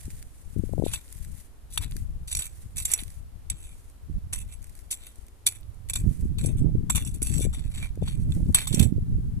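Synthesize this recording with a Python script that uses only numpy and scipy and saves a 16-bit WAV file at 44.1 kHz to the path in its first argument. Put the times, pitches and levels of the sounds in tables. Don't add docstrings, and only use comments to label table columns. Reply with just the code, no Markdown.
import sys
import numpy as np
from scipy import signal
from scipy.fft import rfft, irfft
from scipy.io import wavfile
from scipy.ndimage import uniform_filter1d, map_coordinates

SR = 44100
rng = np.random.default_rng(int(sys.argv[2]) if len(sys.argv) > 2 else 0)


def store_pcm(level_fs):
    pcm = np.round(np.clip(level_fs, -1, 1) * 32767).astype(np.int16)
    wavfile.write(sys.argv[1], SR, np.atleast_2d(pcm).T)


N = 414540

# frequency in Hz, level in dB, t60 in s before damping.
BLADE_MODES = [(1580, -31, .04), (2140, -26, 0.05), (2370, -21, 0.13), (2617, -19, 0.0714),
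               (3586, -14.5, 0.065), (4380, -18.5, 0.043), (4830, -26, 0.023), (5745, -17, 0.11),
               (6120, -12, 0.05), (6650, -24, 0.059), (7762, -5, .07), (10052, -8, .07), (7770, -4.5, 0.1),
               (8250, -8.5, 0.062), (9000, -6, 0.045), (9520, -20.5, 0.048), (10400, 0, .04),
               (11240, -22, 0.09), (13500, -15, 0.06), (13600, -22.5, .04)]
# frequency in Hz, relative level in dB per Hz.
GRIT_SPECTRUM = [(500, -62), (1000, -23), (1500, -23.5), (2400, -6.5), (3600, 8.5), (5200, -3), (7000, 6.5),
                 (9100, 10), (11000, 9), (13500, -1), (15000, 10.5)]
# time in s, ring gain in dB.
RING_FREEDOM = [(1.0, 2.5), (1.9, -0.5), (2.4, -0.5), (3.5, -1), (4.5, -3), (5.5, -3), (6.5, 2), (7.5, 1.5),
                (8.2, -4), (8.8, -2.5)]


def gain_of(db):
    return 10 ** (np.asarray(db) / 20)


def evened(x):
    return x / np.sqrt(np.mean(x ** 2) + 1e-20)


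def read(points, hz, axis=1):
    table = np.transpose(points)
    return np.interp(np.log(hz + 1), np.log(table[0] + 1), table[axis])


def coloured(x, points):
    hz = np.fft.rfftfreq(len(x), 1 / SR)
    return irfft(rfft(x) * gain_of(read(points, hz)), len(x))


def slow_noise(samples):
    smooth = uniform_filter1d(rng.standard_normal(N), size=samples)
    return evened(uniform_filter1d(smooth, size=samples))


def follow(rows, rise_db_per_s, fall_db_per_s):
    t, out = np.arange(N) / SR, np.zeros(N)
    for start_s, length_s, first_db, last_db in rows:
        near = slice(max(round((start_s - .2) * SR), 0), round((start_s + length_s + .3) * SR))
        u = t[near] - start_s
        db = np.interp(u, [0, length_s], [first_db, last_db])
        db += rise_db_per_s * np.minimum(u, 0)
        db -= fall_db_per_s * np.maximum(u - length_s, 0)
        out[near] = np.maximum(out[near], gain_of(db))
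    return out


def add(mix, start_s, sound):
    part = mix[:, max(round(start_s * SR), 0):][:, :sound.shape[1]]
    part += sound[:, :part.shape[1]]


def grains(per_s, spread_db, hiss):
    sizes = gain_of(spread_db * np.minimum(rng.exponential(1, N), 4))
    sizes *= rng.choice([-1., 1.], N)
    clicks = evened(sizes * (rng.random(N) < per_s / SR))
    return evened(clicks + hiss * rng.standard_normal(N))


def crunch_of(noise, decay_s):
    t = np.arange(len(noise)) / SR
    rise = 1 - np.exp(-t / .0008)
    return noise * rise * np.exp(-t / np.clip(decay_s, .0005, .015))


def air():
    # frequency in Hz, relative level in dB per Hz,
    # left-right likeness from 0 to 1.
    air_spectrum = [(19.7, -17.5, .3), (61.3, -2.5, 0.2), (131.2, -23.5, 0.57), (250, -19, 0.76),
                    (543, -25, 0.3), (960, -28, 0), (2230, -35, 0.14), (5960, -39, 0), (10140, -34.5, 0.02),
                    (13600, -39.5, 0)]
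    level_db = -56.5
    hz = np.fft.rfftfreq(N, 1 / SR)
    a, b = rfft(rng.standard_normal((2, N)))
    same = np.clip(read(air_spectrum, hz, axis=2), -1, 1)
    ports = np.array([a, same * a + np.sqrt(1 - same ** 2) * b])
    return gain_of(level_db) * evened(irfft(ports * gain_of(read(air_spectrum, hz)), N))


def hum():
    start_s, length_s, hz, rms_db, fade_db_per_s = 5.47, 0.32, 100., -51.5, 191.5
    gain = follow([(start_s, length_s, rms_db, rms_db)], fade_db_per_s, fade_db_per_s)
    return np.sqrt(2) * gain * np.sin(2 * np.pi * hz * np.arange(N) / SR)


def eddy(hz):
    u = hz * np.pi * np.arange(-600, 600) / SR
    return (1 - 2 * u ** 2 - 1.5 * u) * np.exp(-u ** 2)


def wind():
    # peak time in s, peak level in dB, time to fall 10 dB in s (held to 0.03..1),
    # port (0 left, 1 right).
    gusts = [(.11, -34, 0.12, 0), (0.129, -37.5, 0.2, 1), (0.586, -20, 0.0273, 0), (0.701, -27.5, 0.24, 0),
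             (0.817, -25.5, 0.13, 0), (1.25, -31, 0.16, 0), (1.3, -41, -1, 1), (1.801, -34.5, -0.02, 0),
             (1.989, -29, 0.25, 0), (2.07, -36.5, 0.47, 1), (2.15, -51, 1, 0), (2.38, -29.5, 0, 0),
             (2.45, -43.5, 1, 1), (2.65, -33, -0.38, 0), (2.76, -31.5, -0.6, 1), (2.819, -38, -0.4, 0),
             (3.02, -40, 0.44, 0), (3.311, -39, 0.56, 0), (3.53, -32.5, -0.1, 0), (3.63, -47, 2, 1),
             (3.73, -37, -0.26, 0), (4.11, -27, -0.05, 1), (4.17, -28, -0.15, 1), (4.16, -29.5, -0.18, 0),
             (4.351, -32, 0.16, 1), (4.42, -36, 0.48, 0), (5.2, -42.5, 0.05, 0), (5.78, -39, 0.36, 1),
             (6.021, -26.5, 0.11, 0), (6.072, -19, 0.0637, 1), (6.241, -20.5, 0.0337, 0),
             (6.248, -26.5, 0.32, 1), (6.449, -33, -0.4, 1), (6.482, -20, 0.16, 0),
             (6.671, -16.5, 0.1149, 1), (6.78, -26, 0, 0), (6.98, -25, 0.6, 0), (7.391, -21.5, 0.16, 0),
             (7.451, -34.5, 1, 1), (7.699, -29.5, 0.34, 1), (7.8, -27, 0.08, 0), (7.949, -28.5, -0.25, 1),
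             (8.03, -22.5, -0.27, 0), (8.3, -21, 0.31, 1), (8.3, -27, 0.4, 0), (8.499, -22, -0.03, 0),
             (8.749, -35, -1, 0), (8.8, -15, 0.12, 1), (8.98, -22.5, -0.08, 0), (9.05, -24, 0.36, 1),
             (9.191, -26.5, 0.3, 0), (9.25, -33, 1.4, 1), (9.381, -32.5, 0.55, 0), (9.4, -33, -1.8, 1)]
    # centre time in s, level in dB, nominal frequency in Hz,
    # port (0 left, 1 right).
    eddies = [(0.081, -28.5, 213, 0), (0.565, -19, 250, 0), (0.638, -17, 268, 0), (.694, -27.5, 337, 0),
              (.736, -20.5, 457, 0), (.781, -18.5, 425, 0), (0.799, -19, 376, 0), (.824, -14, 440, 0),
              (.839, -11.5, 297, 0), (.865, -14, 442, 0), (1.961, -30.5, 233, 0), (3.026, -31, 215, 0),
              (4.099, -27.5, 197, 1), (6.066, -15.5, 191, 1), (6.256, -18.5, 198, 0),
              (6.449, -21.5, 390, 0), (6.646, -13, 210, 1), (6.754, -15, 249, 1), (7.221, -21, 251, 0),
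              (7.394, -24.5, 373, 0), (7.409, -19.5, 310, 0), (7.453, -18, 297, 0), (7.467, -22.5, 366, 0),
              (7.976, -26.5, 330, 0), (8.025, -19.5, 420, 0), (8.47, -29, 250, 0), (8.502, -22, 232, 0),
              (8.71, -29, 258, 1), (8.743, -12.5, 225, 1), (8.823, -19, 202, 1), (8.925, -10, 175, 1),
              (8.982, -22, 280.5, 0), (9.186, -24, 236, 0)]
    # frequency in Hz, relative level in dB per Hz.
    weak_spectrum = [(8.8, -23), (15, 31.5), (81, 0.5), (216, -24.5), (269, -38.5), (400, -47),
                     (520, -73.5), (880, -120)]
    # frequency in Hz, relative level in dB per Hz.
    strong_spectrum = [(8.8, -36), (15, 2), (64, 7.5), (139, 2), (291, -14), (708, -48), (771, -52.5),
                       (900, -58), (1170, -86), (1980, -120)]
    calm_db, gale_above_calm_db = -51, 28
    rise_share = 0.91

    frames, hz = N // 256 + 5, np.fft.rfftfreq(1024, 1 / SR)[:40]
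    t = np.arange(frames) * 256 / SR
    out = np.zeros((2, N))
    peak_s, peak_db, fall_s, ports = np.transpose(gusts)[:, :, None]
    width_s = np.clip(fall_s * np.where(t < peak_s, rise_share, 1), .03, 1)
    swell_power = gain_of(peak_db - 10. * ((t - peak_s) / width_s) ** 2) ** 2
    for port in (0, 1):
        gust_power = swell_power[ports[:, 0].round() == port].sum(0)
        level_db = 10 * np.log10(gain_of(calm_db) ** 2 + gust_power)
        flicker = evened(uniform_filter1d(rng.standard_normal(frames), size=6))
        strength = (level_db - calm_db) / gale_above_calm_db * (1 + 0.12 * flicker)
        strength = np.clip(strength, 0, 1.25) ** 1.36
        shape_db = np.outer(read(weak_spectrum, hz), 1 - strength)
        shape_db += np.outer(read(strong_spectrum, hz), strength)
        shape = gain_of(shape_db)
        a, b = rng.standard_normal((frames, 40, 2)).T
        bins = (a + 1j * b) * shape / np.linalg.norm(shape, axis=0)
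        bins = np.pad(bins, ((0, 473), (0, 0)))
        turbulence = signal.istft(bins, nperseg=1024, noverlap=768)[1][:N]
        lumps_db = 3.88 * np.clip(slow_noise(500), -3, 1.5)
        rush = evened(turbulence * gain_of(lumps_db))
        out[port] = rush * gain_of(np.interp(np.arange(N) / SR, t, level_db))
    for centre_s, db, eddy_hz, port in eddies:
        whirl = gain_of(db) * eddy(eddy_hz)
        add(out, centre_s - 600 / SR, np.outer([port < .5, port > .5], whirl))
    return out


def soil():
    # start in s, length in s, first level in dB, last level in dB.
    patter_rows = [(0, 0.23, -52, -56.5), (.28, 1, -62.5, -58), (1.07, 0.17, -53, -55.5),
                   (1.34, 0.059, -54.5, -51), (1.9, 0.071, -62.5, -50), (2.55, 0.18, -57, -66.5),
                   (3, 0.17, -52.5, -58.5), (3.75, 0.17, -59.5, -66.5), (4.6, 0.21, -65.5, -58),
                   (5.12, 0.1, -64.5, -62.5), (6, 0.24, -58, -60), (8.31, 0.052, -57, -52),
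                   (8.45, 0.063, -60.5, -60.5)]
    # time in s, peak level in dB.
    pebbles = [(0.054, -33), (0.104, -36), (0.2207, -43), (0.226, -33), (1.126, -29), (1.15, -40),
               (1.1877, -41), (1.248, -36.5), (1.377, -43), (1.911, -34), (1.9664, -28), (3.035, -25.5),
               (3.079, -35), (3.103, -37), (3.899, -45), (4.62, -45), (4.627, -39), (4.6423, -33.5),
               (4.669, -43), (4.695, -40), (4.752, -37), (4.7907, -37.5), (5.157, -40.5), (5.266, -43.5),
               (5.283, -45), (5.745, -46.5), (6.211, -39), (7.955, -41), (8.339, -39), (8.35, -34),
               (8.525, -37)]
    # frequency in Hz, relative level in dB per Hz.
    soil_spectrum = [(880, -40), (1500, -7), (1980, -4), (2620, -8), (5150, -7.5), (8000, 1), (10300, 3.5),
                     (11800, -5), (13800, -2.5), (15000, -14.5)]
    rise_db_per_s, fade_db_per_s = 258, 206

    near, wide = (evened(coloured(grains(per_s=1200, spread_db=3.5, hiss=1.1), soil_spectrum))
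                  for _ in range(2))
    out = evened(np.array([near + .8 * wide, near - .8 * wide]))
    clumps_db = 2.23 * slow_noise(500)
    out *= follow(patter_rows, rise_db_per_s, fade_db_per_s) * gain_of(clumps_db)

    t = np.arange(1024) / SR
    envelope = (1 - np.exp(-t / 0.00013)) * np.exp(-t / 0.0022)
    for (start_s, db), noise in zip(pebbles, rng.standard_normal((len(pebbles), 1024))):
        tick = coloured(noise, soil_spectrum) * envelope
        add(out, start_s, gain_of(db) * np.array([tick, tick]) / abs(tick).max())
    return out


def thuds():
    # start in s, peak level in dB.
    thud_rows = [(0.9358, -38.5), (1.7738, -27.5), (1.8096, -46.5), (5.956, -35.5), (6.897, -22),
                 (6.948, -37.5), (6.957, -34.5), (6.977, -35.5), (7.533, -43), (8.0762, -38), (8.545, -27),
                 (8.576, -30), (8.6715, -34)]
    # frequency in Hz, relative level in dB per Hz.
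    knock_spectrum = [(250, 7), (600, -2), (1000, 18), (1500, 12), (2500, -28), (5000, -89.5)]
    decay_s = 0.0054
    out = np.zeros((2, N))
    for (start_s, db), noise in zip(thud_rows, rng.standard_normal((len(thud_rows), 4096))):
        knock = coloured(crunch_of(noise, decay_s), knock_spectrum)
        add(out, start_s, gain_of(db) * np.array([knock, knock]) / abs(knock).max())
    return out


def blade(chance, damping, spread_db):
    hz, db, t60_s = np.transpose(BLADE_MODES)[:, :, None]
    level_chance, side_chance, pitch_chance, phase_chance = chance
    t, side = np.arange(4400) / SR, np.array([1, -1])[:, None, None]
    db = db + spread_db * level_chance + side * 2.5 * side_chance
    decay_db = 60 * t * damping / np.clip(t60_s, .01, .1)
    turns = hz * (1 + .007 * pitch_chance) * t
    port_phase = side * 1.43 * np.clip(hz / 7000, .75, 1) * phase_chance
    return (gain_of(db - decay_db) * np.sin(2 * np.pi * turns + port_phase)).sum(1)


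def drag():
    # start in s, length in s, first level in dB, last level in dB,
    # lift below 5 kHz in dB.
    drag_rows = [(0.843, 0.14, -53, -53, 12), (1.704, 0.049, -58.5, -45.5, -8.5),
                 (1.772, 0.058, -84, -41.5, 14), (2.276, 0.053, -47.5, -38, -2.5),
                 (2.389, 0.076, -36, -46.5, 3), (2.761, 0.04, -45.5, -35, -0.5),
                 (2.85, .16, -40.5, -46.5, 5.5), (3.5, 0.029, -46, -58.5, 12.5), (3.538, 0.13, -64, -56, 6),
                 (3.626, 0.11, -48.5, -60.5, 7.5), (4.328, 0.1, -35.5, -52.5, 6),
                 (4.476, 0.054, -63.5, -50.5, 8), (4.907, 0.011, -35, -31.5, -1),
                 (4.956, 0.12, -66.5, -50.5, 11.5), (5.466, 0.025, -21, -37.5, -6),
                 (5.513, 0.052, -49, -54, 6), (5.899, 0.018, -29, -54.5, 3), (5.954, 0.048, -34, -49, 3),
                 (6.388, 0.11, -54, -50, 9.5), (6.57, 0.017, -54, -53, 5.5),
                 (6.901, 0.014, -23.5, -40.5, 7), (6.95, 0.068, -29, -48, 10), (7.055, 0.033, -46, -46, 5),
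                 (7.141, 0.025, -44.5, -57.5, 1), (7.22, 0.12, -39, -49.5, 2.5),
                 (7.299, 0.13, -48.5, -34.5, 1), (7.529, 0.14, -53, -69, 14), (7.633, 0.12, -62, -59.5, 11),
                 (7.74, 0.11, -50, -48.5, 12.5), (8.015, 0.063, -61, -51, 12),
                 (8.079, 0.1, -45.5, -62.5, 10.5), (8.194, 0.051, -53, -60, 2.5),
                 (8.549, 0.11, -31, -43.5, 12), (8.661, 0.17, -48, -35, 7)]
    bite_db_per_s, lift_db_per_s = 7000.5, 443
    contact_s = .05

    t, hop = np.arange(N) / SR, round(contact_s * SR)
    judder_db = 3.5 * slow_noise(110)
    grit = grains(per_s=4500, spread_db=4.5, hiss=.4)
    grit *= follow(np.array(drag_rows)[:, :4], bite_db_per_s, lift_db_per_s)
    grit *= gain_of(judder_db)

    out, window = np.zeros((2, N)), np.sin(np.pi * np.arange(2 * hop) / (2 * hop))
    chances = rng.standard_normal((N // hop - 1, 4, len(BLADE_MODES), 1))
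    for k, chance in enumerate(chances):
        part = grit[k * hop:(k + 2) * hop] * window
        if abs(part).max() < 1e-5:
            continue
        ring = blade(chance, damping=3, spread_db=4)
        ring = ring / np.linalg.norm(ring[0])
        add(out, k * hop / SR, signal.fftconvolve(part[None], ring, axes=1))
    out *= gain_of(np.interp(t, *np.transpose(RING_FREEDOM)))

    click = coloured(np.eye(1, 512, 256)[0], GRIT_SPECTRUM)
    out += 1.26 * signal.oaconvolve(grit, click / np.linalg.norm(click), "same")
    below_5khz = signal.sosfilt(signal.butter(4, 5000, fs=SR, output="sos"), out)
    start_s, length_s, _, _, low_db = np.transpose(drag_rows)
    low_gain = gain_of(np.interp(t, start_s + length_s / 2, low_db))
    return out + (low_gain - 1) * below_5khz


def blows():
    # start in s, nominal peak level in dB, lift below 5 kHz in dB,
    # crunch decay in ms (held to 0.5..15).
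    blow_rows = [(0.852, -30, -9, 5.4), (.913, -32, 2.5, 12), (0.929, -27, 0.5, 3.6),
                 (0.9348, -14.5, 5.5, 3.5), (.944, -20.5, 3.5, 4.9), (0.958, -25.5, 13, 2.3),
                 (1.7332, -29, -30, 16), (1.7755, -9.5, 10.5, 2.5), (1.812, -30.5, -2.5, 15),
                 (2.279, -26.5, 2, 4), (2.314, -19.5, 1, 3), (2.3258, -18, -0.5, 6.4),
                 (2.3503, -11, -4.5, 1.1), (2.364, -20.5, -1, 2), (2.369, -12.5, -1, 3.5),
                 (2.379, -28.5, -4, 3), (2.42, -20.5, 7.5, 7.4), (2.7683, -21, -5.5, 4.4),
                 (2.779, -17.5, -10.5, 4.5), (2.8208, -23, 0, 8.2), (2.8528, -8.5, -4, 2.8),
                 (2.901, -26, 9.5, 5.9), (2.9156, -9.5, -10, 3.2), (2.9358, -1.5, -4.5, 1.8),
                 (2.988, -26.5, 21.5, 5.97), (3.4994, -11, 2, 2.5), (4.331, -13.5, -3.5, 4.6),
                 (4.523, -37.5, 5, 6.6), (4.9095, -14.5, -8.5, 16), (4.925, -21.5, 6.5, 3.6),
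                 (5.065, -37, -13, 6), (5.465, -5.5, -10, 3.3), (5.4858, -16.5, 5, 3), (5.887, -30, 5.5, 4),
                 (5.898, -21.5, -5.5, 4.3), (5.934, -15, 3.5, 4.3), (5.958, -14, 4.5, 2.4),
                 (6.384, -26.5, 10, 7.5), (6.438, -28.5, 4, 6), (6.4585, -18, -9.5, 7.6),
                 (6.897, -12.5, -2, 5), (6.951, -30.5, -9, 5), (6.9637, -13.5, -10, 4.5),
                 (7.0484, -25.5, -8, 3), (7.072, -26, -11, 3.9), (7.0905, -37, -3, 1.7),
                 (7.142, -33, -17, 5.1), (7.2271, -10, -11, 2.5), (7.5337, -30.5, -0.5, 21),
                 (8.0782, -30, 16, 4.9), (8.3213, -28, 15, 1.1), (8.545, 3, 2.5, 6.5), (8.574, -22, 9.5, 4),
                 (8.6714, -15.5, 1.5, 7.3), (8.726, -21, 6, 17), (8.745, -10, -6.5, 3.2),
                 (8.794, -10.5, 4.5, 5), (8.826, -17.5, 3, 7.3)]
    ring_share, crack_share = 0.82, 0.97
    out = np.zeros((2, N))
    chances = rng.standard_normal((len(blow_rows), 4, len(BLADE_MODES), 1))
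    noises = rng.standard_normal((len(blow_rows), 2048))
    for (start_s, db, low_db, decay_ms), chance, noise in zip(blow_rows, chances, noises):
        crunch = crunch_of(noise, decay_ms / 1000)
        modes = blade(chance, damping=1.87, spread_db=1.5)
        ring = signal.fftconvolve(modes, crunch[None], axes=1)
        crunch = np.pad(crunch, (0, ring.shape[1] - len(noise)))
        free = gain_of(np.interp(start_s, *np.transpose(RING_FREEDOM)))
        crack = evened(coloured(crunch, GRIT_SPECTRUM))
        sound = ring_share * free * evened(ring) + crack_share * crack
        sound = np.array([coloured(port, [(4500, low_db), (5500, 0.0013)]) for port in sound])
        peak = 2.6 * np.sqrt(uniform_filter1d((sound ** 2).mean(0), size=130).max())
        add(out, start_s, gain_of(db) * sound / peak)
    return out


def port_difference(x):
    # frequency in Hz, left port ahead in radians.
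    port_phase = [(0, -3), (1030, 1.74), (1290, 2.1), (1980, 1.32), (2500, 1.5), (3100, 4), (4050, 3.0),
                  (4910, 10.5), (5940, 14), (6550, 13), (9040, 27), (10200, 30), (11100, 29), (12700, 30.5),
                  (15000, 29)]
    # frequency in Hz, left-right difference in dB.
    port_balance = [(1000, 2), (2400, -5.5), (4400, -1), (8000, -3.5), (14000, 4)]
    hz = np.fft.rfftfreq(N, 1 / SR)
    turn = gain_of(read(port_balance, hz) / 2) * np.exp(.5j * read(port_phase, hz))
    return irfft(rfft(x) * np.array([turn, 1 / turn]), N)


def scene():
    # time in s, left-right difference in dB, left port later in ms.
    place = [(0, 0, 0.1), (.9, 2, 0.059), (1.8, 3.5, 0.072), (2.35, 0.5, 0.03), (2.9, -1, 0.054),
             (3.501, 0.5, 0.025), (4.9, 0.5, 0.041), (6.899, 0.5, 0.032), (7.801, 1.5, 0.032),
             (9.4, -1.5, -0.018)]
    place_s, *columns = np.transpose(place)
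    balance_db, later_ms = (np.interp(np.arange(N) / SR, place_s, c) for c in columns)
    spade = blows() + thuds() + drag() + soil()
    left, right = spade * gain_of(np.outer([.5, -.5], balance_db))
    left = map_coordinates(left, [np.arange(N) - later_ms * SR / 1000], order=5)
    return port_difference(np.array([left, right])) + wind() + hum() + air()


def record(dry):
    rolloff = signal.firwin(191, 14300, window=("kaiser", 5), fs=SR)
    band_limit = signal.firwin(511, 15300, window=("kaiser", 9), fs=SR)
    overload = 1.05
    soft = signal.oaconvolve(dry, rolloff[None], "same")
    soft = soft / (1 + (soft / overload) ** 4) ** .25
    return signal.oaconvolve(soft, band_limit[None], "same")


dry = scene()
out = record(dry)
store_pcm(out)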